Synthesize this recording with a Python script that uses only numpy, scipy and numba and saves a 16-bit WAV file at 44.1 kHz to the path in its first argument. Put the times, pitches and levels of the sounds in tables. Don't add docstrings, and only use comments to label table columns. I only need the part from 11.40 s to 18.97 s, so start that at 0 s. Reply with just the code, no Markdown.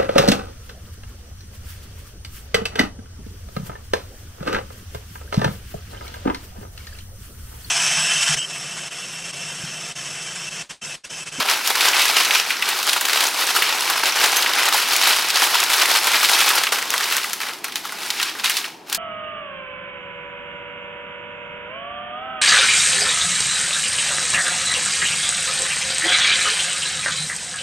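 import sys
import numpy as np
from scipy import signal
from scipy.fft import rfft, irfft
from scipy.io import wavfile
from scipy.ndimage import uniform_filter1d
from numba import njit

SR = 44100
rng = np.random.default_rng(int(sys.argv[2]) if len(sys.argv) > 2 else 0)


def voltage_ratio(level):
    return 10 ** (np.asarray(level, float) / 20)


def master(y):
    cut = np.clip(np.atleast_2d(y).T, -1, 1)
    pcm = np.round(cut * 32767)
    wavfile.write(sys.argv[1], SR, pcm.astype(np.int16))


N = 334057
T = np.arange(N) / SR


def highpass(x, hz, order):
    return signal.sosfilt(signal.butter(order, hz, "high", fs=SR, output="sos"), x)


def unit(x, lo_hz, hi_hz):
    band = signal.sosfilt(signal.butter(2, [lo_hz, hi_hz], "band", fs=SR, output="sos"), x)
    return x / np.sqrt(np.mean(band ** 2))


def shape(points, hz):
    point_hz, point_db = np.transpose(points)
    return voltage_ratio(np.interp(np.log(hz + 1), np.log(point_hz), point_db))


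def walk(rate):
    hold = int(SR / rate)
    steps = np.repeat(rng.standard_normal(N // hold + 1), hold)
    return uniform_filter1d(steps, hold // 2)[:N]


@njit
def rings(n, start, hz, t60, size, side):
    out = np.zeros((2, n))
    for k in range(len(start)):
        turn = np.exp(2j * np.pi * hz[k] / SR - np.log(1000) / (t60[k] * SR))
        z = size[k] + 0j
        first = int(start[k] * SR)
        for i in range(max(first, 0), min(first + int(t60[k] * SR), n)):
            z *= turn
            out[0, i] += z.imag
            out[1, i] += side[k] * z.imag
    return out


# (frequency [Hz], level [dB])
FAN = [(25, -14), (45, -14), (60, 6), (85, -16), (120, -2), (170, 6.5), (280, 12), (400, 14), (540, 3),
       (880, 13.5), (1100, 1), (4500, -12), (16000, -30)]
FAN_DB, HUM_DB = -44, -68
HUM_HZ = 120.6


def background():
    hz = np.fft.rfftfreq(N, 1 / SR)
    width = np.array([1 + 0 * hz, np.clip(0.031 + hz / 2100.0, 0, .42)])
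    fan = irfft(rfft(rng.standard_normal((2, N))) * shape(FAN, hz) * width, N)
    fan = fan * voltage_ratio(FAN_DB) / fan[0].std()
    hum = np.sqrt(2) * voltage_ratio(HUM_DB + 2.5 * walk(6)) * np.sin(2 * np.pi * HUM_HZ * T)
    return fan + hum * np.array([[1], [0]])


ROOM_T60_S, ROOM_DB = 0.22, -12.5


def room(x):
    t = T[:SR // 2]
    noise = rng.standard_normal((2, 2, len(t))) * (t > .006)
    low = signal.lfilter(*signal.butter(1, 2500, fs=SR), noise)
    high = noise - low
    fall_db = -60 * t / ROOM_T60_S
    low_tail = low * voltage_ratio(fall_db) * np.array([[1], [.4]])
    high_tail = high * voltage_ratio(0.5 * fall_db) * np.array([[1], [.6]])
    tail = low_tail + high_tail
    tail = tail * voltage_ratio(ROOM_DB) / np.sqrt(np.sum(tail[0, 0] ** 2))
    swing = 2 * np.pi * 2.5 * T
    spots = np.array([np.cos(swing), np.sin(swing)])[:, None] * x[0]
    table = voltage_ratio(-23.0) * np.roll(x, int(.0031 * SR), axis=1)
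    return x + table + signal.fftconvolve(spots, tail, axes=2)[:, :, :N].sum(axis=0)


CLINK_S, CLINK_DB = 2.969, -21
# (frequency [Hz], level [dB], time to fall by 60 dB [s])
GLASS = [(6290, 6, 0.11), (9900, -11, .06), (11400, 0, 0.13), (12200, -1, 0.15), (13200, -2, .11)]


def clink():
    hz, db, t60 = np.array(GLASS, float).T
    return rings(N, CLINK_S + 0 * hz, hz, t60, voltage_ratio(db + CLINK_DB), -.1 + 0 * hz)


# (time [s], level [dB])
POPS = [(1.3042, -8.3), (1.8429, -6.1), (1.8869, -9.9), (2.0691, -4.6), (2.4087, -5.8), (2.5745, -12.4),
        (2.7627, -8.9), (2.9201, -4.3), (3.238, -9.9), (3.2564, -7.2), (3.8872, -7.1), (3.903, -6.9),
        (4.3015, -7.3), (4.4625, -10.2), (4.4798, -8.8), (4.5898, -7.3), (4.6348, -8.7), (4.718, -8.6),
        (4.801, -8.1), (5.0333, -6.1), (5.1867, -5.5), (5.3342, -7.9), (5.4264, -10.7), (5.5802, -7.9),
        (5.6411, -9.2)]
# (frequency [Hz], level [dB], time to fall by 60 dB [s])
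POP = [(6000, 2, .0014), (8500, 2, .0014)]


def pops():
    s, db = np.transpose(POPS)
    side = .3 * (2 * rng.random(len(s)) - 1)
    click = np.zeros((2, N))
    for hz, mode_db, t60 in POP:
        click += rings(N, s, hz + 0 * s, t60 + 0 * s, voltage_ratio(db + mode_db), side)
    return highpass(click, 4000, order=2)


SNAP_S = .0057
SKIRT_DB = 16
# (time [s], level [dB], ring [Hz], crack against ring, before fixed trims [dB])
SNAPS = [(.0862, 10, 3030, -34), (.2744, 1, 2830, -3.5), (.3, -2, 2500, -12), (.4076, 10, 3500, -18),
         (.486, 12.5, 5640, -33), (.5327, 7, 2700, -32), (.5944, 12.5, 3240, -30), (.6177, 2, 2750, -11),
         (.6809, 6, 3800, -15), (.6995, 10, 3860, -22), (.849, 10.5, 5530, -25), (.9078, 12.5, 2550, -24),
         (.9534, 9.5, 2390, -27), (1.1048, 7.5, 2580, -23), (1.2239, 10, 2930, -24),
         (1.2892, -0.5, 1580, -4.5), (1.4287, 0, 2860, -9), (1.4685, -1, 1260, -9), (1.4946, 10, 4850, -26),
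         (1.531, 7, 3070, -10), (1.5609, 6.5, 1140, -27), (1.6107, 2, 2600, -6.5), (1.6528, 6, 4100, -11),
         (1.6853, 2, 1950, -12), (1.731, 9, 4030, -15), (1.8055, 8, 4160, -14), (1.839, 5, 2800, -12),
         (1.867, 9, 6000, -34), (2.0196, 1, 3240, -29), (2.164, 5.5, 1420, -10), (2.2223, 11, 2870, -15),
         (2.4994, 0, 1480, -2.5), (2.6568, 12, 4700, -22.5), (2.831, 6.5, 1550, -22),
         (2.8588, 6, 1800, -13), (2.967, 8, 6400, -14), (3.024, 13, 3870, -20.5), (3.0608, 10.5, 2520, -29),
         (3.1347, 8.5, 3980, -20.5), (3.1854, 8, 2450, -16), (3.257, 5, 2140, -13), (3.2865, 2.5, 2700, -7),
         (3.344, 10, 825, -17), (3.3784, -7, 2870, -3), (3.5643, 0, 3730, -3.5), (3.625, 8, 4060, -20),
         (3.903, 7.5, 4220, -19), (3.9577, 10.5, 4940, -24), (4.0392, 7, 2930, -11),
         (4.153, 5.5, 1060, -14), (4.2026, 0, 2360, -4), (4.2372, -7, 2330, 3), (4.3006, 5.5, 2450, -13),
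         (4.3392, 7, 4250, -26), (4.3644, -6, 3950, -4), (4.56, 6, 2350, -15), (4.6438, 7, 4910, -17),
         (4.7433, 10.5, 2520, -25), (4.829, 8, 1280, -18), (4.9154, 8, 890, -17), (5.0907, 4.5, 2260, -7),
         (5.155, -0.5, 940, -3.5), (5.236, 10.5, 3840, -19), (5.2688, 9.5, 2680, -27),
         (5.3241, -2, 2100, -11), (5.3855, 3, 2180, -14), (5.426, 1, 2200, -23), (5.5043, -3, 3590, -3.5),
         (5.5388, 8.5, 1740, -18), (5.579, 5, 3650, -16), (5.6077, 4, 1640, -16), (5.6404, 3, 4110, -15),
         (5.7015, -3, 2500, -14), (5.7235, 9, 2900, -15), (5.7365, -11, 3030, -8), (5.7671, 2.5, 1970, -6),
         (5.8426, 2, 2050, -15), (5.9324, -5, 3080, -1), (6.0034, 1, 2050, -18), (6.015, -1, 3020, -20),
         (6.0319, 2, 2500, -24), (6.0681, -2, 2020, -18), (6.2434, -2.5, 2200, -7), (6.2821, -7, 1900, -16),
         (6.322, -0.5, 3690, -20), (6.357, 6, 4170, -16), (6.4522, -6, 1290, -14), (6.4941, -8, 2030, -23),
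         (6.5221, -3.5, 1430, -14.5), (6.7034, 7, 4430, -15), (6.7991, 7.5, 2950, -30),
         (6.8287, 8.5, 4260, -18), (6.9511, -7, 1760, -22), (6.9965, -1, 3640, -23), (7.043, 4, 2440, -20),
         (7.0585, 11.5, 4060, -26), (7.0974, 6.5, 3100, -12.5), (7.1687, 10, 4700, -19),
         (7.2424, 0, 2800, -21), (7.4984, -14, 3870, -3.5), (7.5267, -.5, 3200, -4), (7.5474, -7, 5500, 5)]


def snaps(rows, count=30, cycles=33.3, octaves=1.244, crack_cycles=3.85, ring_db=-19.0, crack_db=2.5):
    s, db, hz, rel_db = np.transpose(rows)[:, :, None]
    u = rng.random((len(rows), 4, count)).transpose(1, 0, 2)
    number = np.arange(count)
    late = -np.log(1 - u[0]) * (number % 7 > 0) + 0.055 * u[0]
    at = (s + SNAP_S * late).ravel()
    fade = np.exp(-.6 * late) * (-1) ** number
    off = 2 * (number + u[1]) / count - 1
    ring_hz = (hz * 2 ** (octaves * off)).ravel()
    crack_hz = (4500 + 10500 * u[2]).ravel()
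    side = (0.44 * (2 * u[3] - 1)).ravel()
    ring_size = (voltage_ratio(db + ring_db - SKIRT_DB * np.abs(off)) * fade).ravel()
    crack_size = (voltage_ratio(db + rel_db + crack_db) * fade).ravel()
    ring = rings(N, at, ring_hz, cycles / ring_hz, ring_size, side)
    crack = rings(N, at, crack_hz, crack_cycles / crack_hz, crack_size, side)
    return highpass(ring + crack, 1050, order=3)


TICK_DB, TICK_SCATTER_DB, TICK_CRACK_DB = 11, 3, -16
TICK_HZ, TICK_OCTAVES = 2200, .7


def ticks(shake, count=80):
    s = rng.random(count) * T[-1]
    g = rng.standard_normal((count, 3)).T
    rattle_db = 20 * np.log10(shake[0][(s * SR).astype(int)])
    db = rattle_db + TICK_DB + TICK_SCATTER_DB * g[0]
    hz = np.clip(TICK_HZ * 2 ** (TICK_OCTAVES * g[1]), 800, 6000)
    return np.transpose([s, db, hz, TICK_CRACK_DB + TICK_SCATTER_DB * g[2]])


SLIDE_FOIL_DB, SLIDE_HOLLOW_DB = -25, -12
# (time [s], level [dB])
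SLIDE = [(0.0, -32.6), (0.6, -32), (1.2, -28.5), (1.9, -38), (2.6, -26), (3.4, -24.5), (4.4, -31),
         (5.1, -33), (5.5, -32), (5.9, -48), (6.2, -44), (6.6, -41), (6.95, -38.5), (7.25, -34),
         (7.42, -53), (7.57, -50)]
# (time [s], level of the mids [dB], treble against mids [dB],
# low knocks against mids [dB], time to swell by 10 dB [ms], time to fade by 10 dB [ms]); 3 ms at least
JOLTS = [(0, -15.5, -10, -2.5, 40, 28), (0.102, -16.5, -6.5, -8, 43, 78), (0.262, -20, -5.5, -11, 27, 88),
         (0.414, -20.5, -4.5, -19, 43, 82), (0.471, -18.0, -6.1, -6.8, 124, 95),
         (0.551, -15, -13, -10, 35, 97), (0.61, -16.5, -5.5, -12.5, 38, 94),
         (0.69, -21.6, -7, -7.5, 8, 182), (0.777, -15, -8.5, -14.5, 49, 123),
         (0.922, -21, -9, -6.3, 53, 65), (0.959, -15.5, -10, -25, 43, 63),
         (1.111, -21.5, -9.5, -15, 108, 55), (1.306, -20, -8, -11, 110, 67),
         (1.367, -27.5, -1, -3.5, 34, 192), (1.5, -22.5, -4.5, -17, 72, 98), (1.564, -19.5, -5, -9, 2, 23),
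         (1.652, -28, -6, -7, 57, 105), (1.815, -19.5, -5, -7, 166, 111), (2.012, -19.4, -5, -7.5, 61, 71),
         (2.093, -19.5, -7.6, -13, 19, 36), (2.164, -18, -4.5, -7, 29, 67),
         (2.266, -18.5, -14, -15, 103, 121), (2.404, -27, -2, -3.5, 295, 285),
         (2.503, -20.6, -8.1, -8.5, 57, 79), (2.676, -17, -7, -10.5, 44, 47),
         (2.761, -22.5, -7, -7, 13, 443), (2.841, -16, -5.5, -9.5, 50, 64),
         (2.981, -21.5, -3, -6.5, 77, 84), (3.1, -29, -16, -0.5, 261, 72),
         (3.19, -19.5, -8.5, -7.5, 92, 71), (3.272, -19, -7.4, -4.5, 71, 36),
         (3.34, -19, -4.5, -10.5, 30, 213), (3.523, -20, -5.5, -9, 23, 246), (3.633, -20, -7, -13, 35, 230),
         (3.691, -17.5, -3.5, -7, 46, 103), (3.884, -21.5, -9, -16, 38, 91),
         (3.961, -18, -7.5, -11, 26, 108), (4.038, -18.6, -3.5, -7, 50, 81),
         (4.146, -16, -8.5, -10.5, 33, 152), (4.228, -27, -4, -2, 37, 47),
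         (4.316, -18.1, -4.5, -8, 23, 163), (4.424, -17, -9, -8.7, 45, 32),
         (4.501, -16.5, -5.2, -6.5, 31, 79), (4.574, -15.5, -6.5, -15, 28, 22),
         (4.682, -16.5, -6.5, -9.0, 73, 29), (4.75, -15.5, -7, -9, 60, 67), (4.843, -16.5, -4, -13, 37, 24),
         (4.93, -19, -3, -7.5, 108, 93), (5.013, -16, -8, -11.5, 93, 43), (5.105, -19, -4.5, -8.1, 152, 30),
         (5.177, -17.5, -6.5, -7.5, 56, 43), (5.254, -23, -8.0, -7, 70, 55),
         (5.322, -22.5, -4.5, -6, 1, 136), (5.545, -27.5, -1, -2.5, 47, 59),
         (5.628, -22, -9, -10.5, 98, 113), (5.745, -23, -4.9, -10, 104, 101),
         (5.852, -31.5, -2.5, -7, 32, 206), (6.014, -27.5, -5.5, -9, 8, 81),
         (6.098, -29.4, -8, -5.5, 66, 55), (6.242, -29, -12, -15, -1, 102),
         (6.361, -31.4, -2.3, -13.6, 8, 57), (6.446, -33, -5.5, -7, 12, 243),
         (6.649, -30.0, -5, -9, 90, 229), (6.83, -23.5, -7, -22, 96, 73), (6.899, -25.5, -14, -16, 70, 10),
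         (7.002, -32.5, -5.5, -6.7, 49, 45), (7.045, -16.5, -8, -23, 5.5, 56),
         (7.107, -25.5, -3, -27, 26, 70), (7.17, -24.5, -4.5, -18, 19, 60),
         (7.503, -37, -2.0, -3.5, 24, 72), (7.538, -32, -2, -20.7, 20, 68)]


def shaking():
    s, db = np.transpose(SLIDE)
    offsets_db = np.array([[0], [SLIDE_FOIL_DB], [SLIDE_HOLLOW_DB]])
    power = voltage_ratio(np.interp(T, s, db) + offsets_db) ** 2
    for s, db, foil_db, hollow_db, swell_ms, fade_ms in JOLTS:
        near = slice(max(int((s - .5) * SR), 0), int((s + .5) * SR))
        late_ms = 1000 * (T[near] - s)
        shape_db = -10 * np.maximum(late_ms / max(fade_ms, 3), -late_ms / max(swell_ms, 3))
        peak_db = db + np.array([[0], [foil_db], [hollow_db]])
        power[:, near] += voltage_ratio(shape_db) ** 2 * voltage_ratio(peak_db) ** 2
    return np.sqrt(power)


def slides(rate, fade_s, calm):
    jumps = (rng.random(N) < rate / SR) * rng.exponential(size=N)
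    busy = calm + signal.lfilter([1], [1, -np.exp(-1 / (fade_s * SR))], jumps)
    return busy / np.sqrt(np.mean(busy ** 2))


def grains(count, points, cycles, scatter_db, width):
    u = rng.random((count, 4)).T
    lo, hi = points[0][0], points[-1][0]
    hz = lo * (hi / lo) ** u[0]
    strength = voltage_ratio(-scatter_db * np.log(1 - .999 * u[1]))
    size = shape(points, hz) * np.sqrt(hz) * strength * (-1) ** np.arange(count)
    size = size * np.sqrt(hz / cycles)
    return rings(N, u[2] * T[-1], hz, cycles / hz, size, width * (2 * u[3] - 1))


CHIP_DB, FOIL_DB, HOLLOW_DB = -4.5, -3, -2
# (frequency [Hz], level per Hz [dB])
CHIP = [(750, -19), (1000, -8), (1300, -4), (1800, -4), (2600, -1.5), (3700, -7), (5500, -6.5),
        (7000, -18.5), (9500, -22)]
# (frequency [Hz], level per Hz [dB])
FOIL = [(1500, -10), (4000, 7.5), (6000, -1.5), (8000, -2.5), (11000, 0), (13000, -3), (16000, -21)]
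# (frequency [Hz], level per Hz [dB])
HOLLOW = [(260, -14), (350, -8), (500, -2), (650, -37), (800, 7.5), (1000, 4), (1300, 2), (1600, 7.5)]


def rattle(shake):
    chips = grains(count=50000, points=CHIP, cycles=31.0, scatter_db=2.0, width=0.82)
    foil = grains(count=60000, points=FOIL, cycles=8.7, scatter_db=1.0, width=0.44)
    hollow = grains(count=12000, points=HOLLOW, cycles=14.8, scatter_db=.9, width=1.0)
    chips = voltage_ratio(CHIP_DB) * shake[0] * unit(chips, lo_hz=1300, hi_hz=5500)
    foil = voltage_ratio(FOIL_DB) * shake[1] * unit(foil, lo_hz=6500, hi_hz=15500)
    hollow = voltage_ratio(HOLLOW_DB) * shake[2] * unit(hollow, lo_hz=450, hi_hz=1200)
    load = slides(rate=120., fade_s=.004, calm=2.5)
    return load * (highpass(chips + foil, 796, order=3) + hollow)


def scene():
    shake = shaking()
    bag = rattle(shake) + snaps(SNAPS) + snaps(ticks(shake)) + pops() + clink()
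    mid, side = room(highpass(bag, 342, order=4))
    side = 0.053 * side + highpass(side, 7400, order=1)
    mid, side = np.array([mid, side]) + background()
    left = voltage_ratio(.25) * (mid + side)
    right = mid - side
    return np.array([left, right])


def band_limit(x):
    return signal.sosfilt(signal.butter(12, 16500, fs=SR, output="sos"), x)


def record(dry):
    rounded = .9 * np.tanh(dry / .9)
    no_bass = highpass(rounded, 97, order=2)
    top_cut = signal.ellip(8, .2, 60, 15900, fs=SR, output="sos")
    mix = signal.sosfilt(top_cut, no_bass)
    return band_limit(mix)


dry = scene()
out = record(dry)
master(out)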